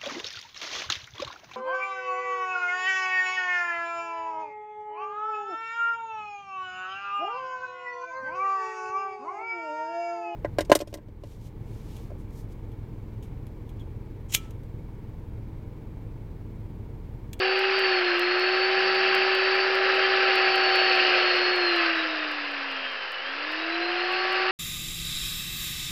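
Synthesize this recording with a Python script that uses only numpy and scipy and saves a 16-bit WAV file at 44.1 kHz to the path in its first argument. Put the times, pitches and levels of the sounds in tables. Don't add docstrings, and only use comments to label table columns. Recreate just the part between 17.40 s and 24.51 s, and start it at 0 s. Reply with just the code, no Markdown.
import sys
import numpy as np
from scipy import signal
from scipy.fft import rfft, irfft, next_fast_len
from scipy.io import wavfile

SR = 44100
rng = np.random.default_rng(int(sys.argv[2]) if len(sys.argv) > 2 else 0)


def gain_from_db(level_db):
    decades = np.asarray(level_db, float) / 20
    return 10 ** decades


def file_out(sig):
    cols = np.atleast_2d(sig).T
    lim = np.clip(cols, -1, 1)
    pcm = np.round(lim * 32767).astype(np.int16)
    wavfile.write(sys.argv[1], SR, pcm)


N = 313551
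LINKS_PER_TURN = 25 / 12
USUAL_TURNS_PER_S = 370


def rms_one(x):
    return x / np.sqrt(np.mean(x ** 2) + 1e-20)


def in_time(rows):
    s, *columns = np.transpose(rows)
    return [np.interp(np.arange(N) / SR, s, column) for column in columns]


def bump(at_s, half_width_s):
    return np.exp(-((np.arange(N) / SR - at_s) / half_width_s) ** 2)


def drift(rate_hz):
    r = np.exp(-80 * np.pi * rate_hz / SR)
    noise = rng.standard_normal(N // 40 + 2002)
    slow = signal.lfilter([1], [1, -2 * r, r * r], noise)[2000:]
    return np.interp(np.arange(N) / 40, np.arange(len(slow)), rms_one(slow))


# off_s, on_again_s
COASTS = [
    (.391, .742),
    (4.13, 5.796),
]
# time_s, speed_turns_per_s
ALLOWED = [(0, 386), (.2, 393), (.4, 388), (.8, 387), (1.25, 388.7), (1.45, 375.2), (1.75, 378),
           (2.0, 382.6), (2.6, 377.9), (2.9, 364.3), (3.2, 371.5), (3.6, 355), (4.0, 356.4), (4.1, 384.5),
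           (5.8, 384.5), (6.2, 376.9), (6.7, 384.8), (7.1, 371.7)]


def rotor():
    step_s, spin_up_s = .001, .5
    drag_turns_per_s2, drag_power = 98.2, 1.53
    t = np.arange(0, N / SR + step_s, step_s)
    allowed = np.interp(t, *np.transpose(ALLOWED))
    coasting = sum((t >= off) & (t < on) for off, on in COASTS)
    speed = [376]
    for goal, free in zip(allowed, coasting):
        now = speed[-1]
        drag = drag_turns_per_s2 * (now / USUAL_TURNS_PER_S) ** drag_power
        change = -drag if free else (goal - now) / spin_up_s
        speed.append(now + step_s * change)
    return np.interp(np.arange(N) / SR, t, speed[:-1])


# speed_turns_per_s, level_db
HUM = [(245, -74), (258, -53), (270, -42.5), (295, -40), (312, -35), (335, -29), (360, -26.5), (380, -26.5)]
# speed_turns_per_s, level_db
WHINE = [(245, -34), (263, -37), (278, -44), (292, -44), (312, -41), (340, -32.5), (366, -33.5), (381, -38)]
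# time_s, gain_db
AWAY = [(0, -1.5), (2.6, -2), (3.5, -4), (4.0, -4), (4.35, -2), (4.55, -3.5), (5.0, -3.5), (6.1, -7.5),
        (6.4, -5), (6.75, -8.5), (7.11, -5.5)]
# time_s, whine_gain_db
VENTS = [(0, 0), (.36, 4.5), (.75, -3.5), (1.2, 4), (1.9, 1), (2.15, 5), (2.45, -9.5), (2.7, 1), (2.95, 0),
         (3.35, 10), (3.7, 1), (3.9, 5.5), (4.27, 4.5), (4.47, -6), (4.9, -1), (5.17, -9), (5.4, 0),
         (7.11, -1.5)]
# time_s, level_db
TENSION = [(0, -41), (.27, -35.5), (.4, -43), (.5, -33.5), (.76, -45), (1.25, -35), (1.9, -35), (2.0, -42),
           (2.12, -37), (2.55, -36.5), (3.15, -30), (3.52, -31.5), (3.95, -39), (4.86, -45), (5.0, -61),
           (6.0, -52), (6.4, -38.5), (7.11, -35)]


def motor_levels(speed):
    away_db, = in_time(AWAY)
    vents_db, = in_time(VENTS)
    link_db, = in_time(TENSION)
    hum_db = np.interp(speed, *np.transpose(HUM)) + away_db
    slot_db = np.interp(speed, *np.transpose(WHINE)) + away_db + vents_db
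    return hum_db, slot_db, link_db


def tone(turns, multiple, db, waver_db):
    wave = np.sin(2 * np.pi * (multiple * turns + rng.random()))
    return np.sqrt(2) * gain_from_db(db + waver_db * drift(11)) * wave


# multiple_of_rotor, level_under_bar_rattle_db
GEARS = [(25 / 4, -22), (25 / 3, -24)]
# start_s, end_s, multiple_of_rotor, level_db
SPELLS = [
    (1.36, 1.86, 25 / 48, -57),
    (0, .2, 4 / 3, -42),
    (0, .17, 2, -38),
    (2.4, 2.8, 25 / 8, -43),
    (4.33, 4.5, 25 / 8, -40),
    (6.25, 6.7, 25 / 8, -52),
    (6.68, 7.2, 25 / 8, -37),
    (5.4, 5.7, 25 / 12, -55),
    (5.74, 5.92, 25 / 12, -47),
]
# time_s, change_db
FADES = [(.22, -10), (.26, -8), (.305, -17), (.36, 4), (.62, -7), (.78, -7), (.84, 3), (1.3, -5),
         (1.35, -6), (2.43, -12), (3.73, -7), (4.42, -10), (4.52, -14), (4.6, 5), (4.655, -20), (4.75, -8),
         (4.88, -8), (5.07, -10), (5.56, -10), (5.64, -7), (5.72, -9), (5.83, -3), (5.96, -8), (6.04, -8),
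         (6.16, -22), (6.275, -16), (6.39, -16), (6.55, -14), (6.87, -12), (7.03, -6)]


def motor(turns, hum_db, slot_db, link_db, bar_db):
    t = np.arange(N) / SR
    slot_db = slot_db + sum(db * bump(s, .022) for s, db in FADES)
    out = tone(turns, 1, hum_db, waver_db=0.2)
    out += tone(turns, 12, slot_db, waver_db=2.0)
    out += tone(turns, LINKS_PER_TURN, link_db, waver_db=0.44)
    for multiple, db in GEARS:
        out += tone(turns, multiple, bar_db + db, waver_db=4.5)
    for on, off, multiple, db in SPELLS:
        gate = np.clip(np.minimum(t - on + .03, off - t) / .04, 0, 1)
        out += gate * tone(turns, multiple, db, waver_db=.8)
    return out


# time_s, chain_rattle_at_usual_speed_db, bite_into_block_db
CUT = [(0, -28.5, 0.5), (.15, -30.5, -0.5), (.45, -27.5, 0.5), (.72, -27.5, 0), (1.2, -28, 0.5),
       (1.68, -26, 0.5), (2.0, -27, 1), (2.5, -26.5, 2), (2.9, -25.5, 1.5), (3.3, -25.5, 1), (3.75, -25, 3),
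       (3.98, -25.5, 2.5), (4.2, -27.5, 2), (4.45, -25.5, -1.5), (4.7, -29.5, 0.7), (5.1, -31, 1),
       (6.3, -31.5, -0.6), (7.11, -28.5, 0)]
# time_s, half_width_s, extra_ring_db, extra_chip_spray_db
DIGS = [(.15, 0.28, 3, 1.5), (.75, 0.3, -0.5, -1.5), (1.5, .1, -1, 1.5), (1.75, 0.17, 0.5, 0.5),
        (2.35, 0.2, -2.5, -1.5), (2.9, .15, 0.5, 0.5), (3.4, 0.066, 3, -0.5), (3.65, .17, 3, 1),
        (4.17, 0.08, -1, -5), (4.4, 0.11, 3, 1), (5.4, 0.17, 2.5, -1.5), (6.5, .15, 1.5, -2)]


def chain_levels(speed):
    rattle_db, bite_db = in_time(CUT)
    bar_db = rattle_db + 30.5 * np.log10(speed / USUAL_TURNS_PER_S)
    dig_db, spray_db = sum(np.outer(db, bump(s, half)) for s, half, *db in DIGS)
    block_db = bar_db - 13 + 1.12 * bite_db
    nose_db = bar_db - 3.5 + 0.22 * bite_db + dig_db
    chips_db = bar_db - 15.5 + 0.87 * bite_db + spray_db
    return block_db, bar_db, nose_db, chips_db


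def contacts(turns, grit_db, beat):
    grit = np.minimum(rng.exponential(1, N), 5)
    sizes = gain_from_db(grit_db * grit) * rng.standard_normal(N)
    return sizes * (1 + beat * np.cos(2 * np.pi * LINKS_PER_TURN * turns))


def body(force, modes, patchy_db, rate_hz):
    out = 0
    for k, (hz, width_hz, db) in enumerate(modes):
        r = np.exp(-np.pi * width_hz / SR)
        feedback = [1, -2 * r * np.cos(2 * np.pi * hz / SR), r * r]
        push = force * gain_from_db(db + patchy_db * drift(rate_hz))
        ring = signal.lfilter([(1 - r * r) / 2, 0, (r * r - 1) / 2], feedback, push)
        out = out + (-1) ** k * ring
    return out


def microphone(x):
    low = signal.butter(3, 284, "high", fs=SR, output="sos")
    high = signal.butter(4, 5300, fs=SR, output="sos")
    return signal.sosfilt(np.vstack([low, high]), x)


# pitch_hz, width_hz, level_db
BLOCK = [(315, 170, -11), (516.5, 80, 1), (624, 88, 1.5), (728, 100, -2)]
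BAR = [(880, 300, -15), (1139, 82, -5), (1317, 120, -2.5), (1586, 135, -0.5), (1737, 59, 2),
       (1872, 143, -2), (2200, 430, -6.5)]
NOSE = [(2379, 80, -3.5), (2612, 102, 1), (2820, 76, 2), (2996, 255, -3.5), (3200, 480, -9.5)]
CHIPS = [(3430, 1100, -11.5), (4066, 190, -0.5), (4566, 490, -2), (5075, 830, -5)]
FAN = [(3600, 580, -5.5), (4300, 420, -1.5), (5090, 530, -1.5), (5207, 130, -4), (5970, 570, -15.5)]
CASE = [(131, 110, -8), (210, 70, -7.5), (354, 70, -6), (468, 67, -6), (721, 130, -1.5), (817, 210, 0.5),
        (1063, 88, 0.5)]


def chain(turns, speed, block_db, bar_db, nose_db, chips_db):
    speed_decades = np.log10(speed / USUAL_TURNS_PER_S)
    parts = [(BLOCK, block_db + 0.89), (BAR, bar_db + 0.13), (NOSE, nose_db + 0.065), (CHIPS, chips_db + 4.5),
             (FAN, -43 + 45 * speed_decades), (CASE, -41.5 + 25 * speed_decades)]
    out = 0
    for modes, db in parts:
        force = contacts(turns, grit_db=3.5, beat=.25)
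        ring = body(force, modes, patchy_db=.9, rate_hz=40)
        out = out + gain_from_db(db) * rms_one(microphone(ring))
    return out


# pitch_hz, level_db
RUMBLE = [(25, -24), (60, -21.5), (100, -16.5), (160, -7.5), (235, -8), (300, 5), (400, -10.5),
          (600, -34.5)]


def rumble(block_db):
    hz = np.maximum(np.arange(N // 2 + 1) * SR / N, 1)
    known_hz, known_db = np.transpose(RUMBLE)
    colour_db = np.interp(np.log(hz), np.log(known_hz), known_db) - 60 * (hz > 1500)
    noise = irfft(rfft(rng.standard_normal(N)) * gain_from_db(colour_db), N)
    return gain_from_db(-17 + block_db + 0.71 * drift(2.8)) * rms_one(noise)


def hiss():
    return gain_from_db(-76) * rms_one(signal.lfilter([1], [1, -.99], rng.standard_normal(N)))


def rasp(hz, width_hz):
    mode = [(hz, width_hz, 0)]
    once = body(rng.standard_normal(N), mode, patchy_db=1.2, rate_hz=30)
    return rms_one(body(once, mode, patchy_db=0, rate_hz=30))


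# time_s, half_width_s, pitch_hz, width_hz, level_db
SCRAPES = [
    (4.41, .04, 4550, 500, -38),
    (4.465, .011, 4500, 600, -32),
    (4.63, .008, 3350, 400, -42),
    (3.83, .02, 2950, 400, -33),
    (6.93, .12, 1600, 450, -36),
]


def scrapes():
    return sum(gain_from_db(db) * bump(s, half) * rasp(hz, width) for s, half, hz, width, db in SCRAPES)


def shed(x):
    t60_s, echo_db = .18, -15
    size = next_fast_len(N + SR)
    w = 2 * np.pi * np.arange(size // 2 + 1) / size
    echo = 0
    for lag in rng.uniform(.012, .04, 8) * SR:
        loss = gain_from_db(-60 * lag / SR / t60_s)
        echo = echo + 1 / (1 - loss * np.exp(-1j * w * lag)) - 1
    return irfft(rfft(x, size) * (1 + gain_from_db(echo_db) * echo / np.sqrt(8)), size)[:N]


def scene():
    speed = rotor()
    turns = np.cumsum(speed) / SR
    levels = chain_levels(speed)
    block_db, bar_db = levels[:2]
    noise = shed(chain(turns, speed, *levels) + scrapes())
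    notes = motor(turns, *motor_levels(speed), bar_db)
    return (notes + noise + rumble(block_db) + hiss())[None]


def converter(x):
    half_rate_hz = 11025 / 2
    hz = np.arange(N // 2 + 1) * SR / N
    fold = round(half_rate_hz * N / SR)
    spectrum = rfft(x) / (1 + np.exp(np.clip((hz - half_rate_hz + 30) / 25, -50, 50)))
    above_hz = hz[fold:2 * fold] - half_rate_hz
    image_db = 2 - 31.5 * (above_hz / 700) ** 0.76
    end_db = -20 * np.minimum(above_hz / 765, 2) ** 10
    image = np.conj(spectrum[:, fold:0:-1]) * gain_from_db(image_db)
    spectrum[:, fold:2 * fold] += image * gain_from_db(end_db)
    return irfft(spectrum, N)


LOUD_DROPS = {0: -32, 1: -30, 3: -26, 2: -45, 4: -36, 5: -46, 6: -47, 7: -38, 8: -27, 9: -31, 10: -39, 11:
              -34, 12: -38, 14: -29, 15: -30, 16: -30, 17: -37, 19: -39, 20: -35, 21: -35, 22: -44, 26: -44,
              24: -40, 28: -38, 30: -41, 33: -39, 34: -36}


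def drops():
    k = np.arange(35)
    s = .1926 + .201 * (k - (k + 10) // 17 / 4)
    faint_db = -52 + 3 * rng.standard_normal(len(k))
    return [(s[i], LOUD_DROPS.get(i, faint_db[i])) for i in k]


def roll_off(x):
    return signal.sosfilt(signal.butter(12, 15900, fs=SR, output="sos"), x)


def record(dry):
    x = converter(dry) + .0022
    near = np.arange(-40, 41)
    tick = np.sinc(near * 32000 / SR) * np.hanning(len(near))
    tick = np.convolve(tick, [.07, 1, .07], "same")
    for s, db in drops():
        i = round(s * SR)
        x[0, i + near] -= np.sign(x[0, i]) * gain_from_db(db + 6) * tick
    return roll_off(x)


dry = scene()
out = record(dry)
file_out(out)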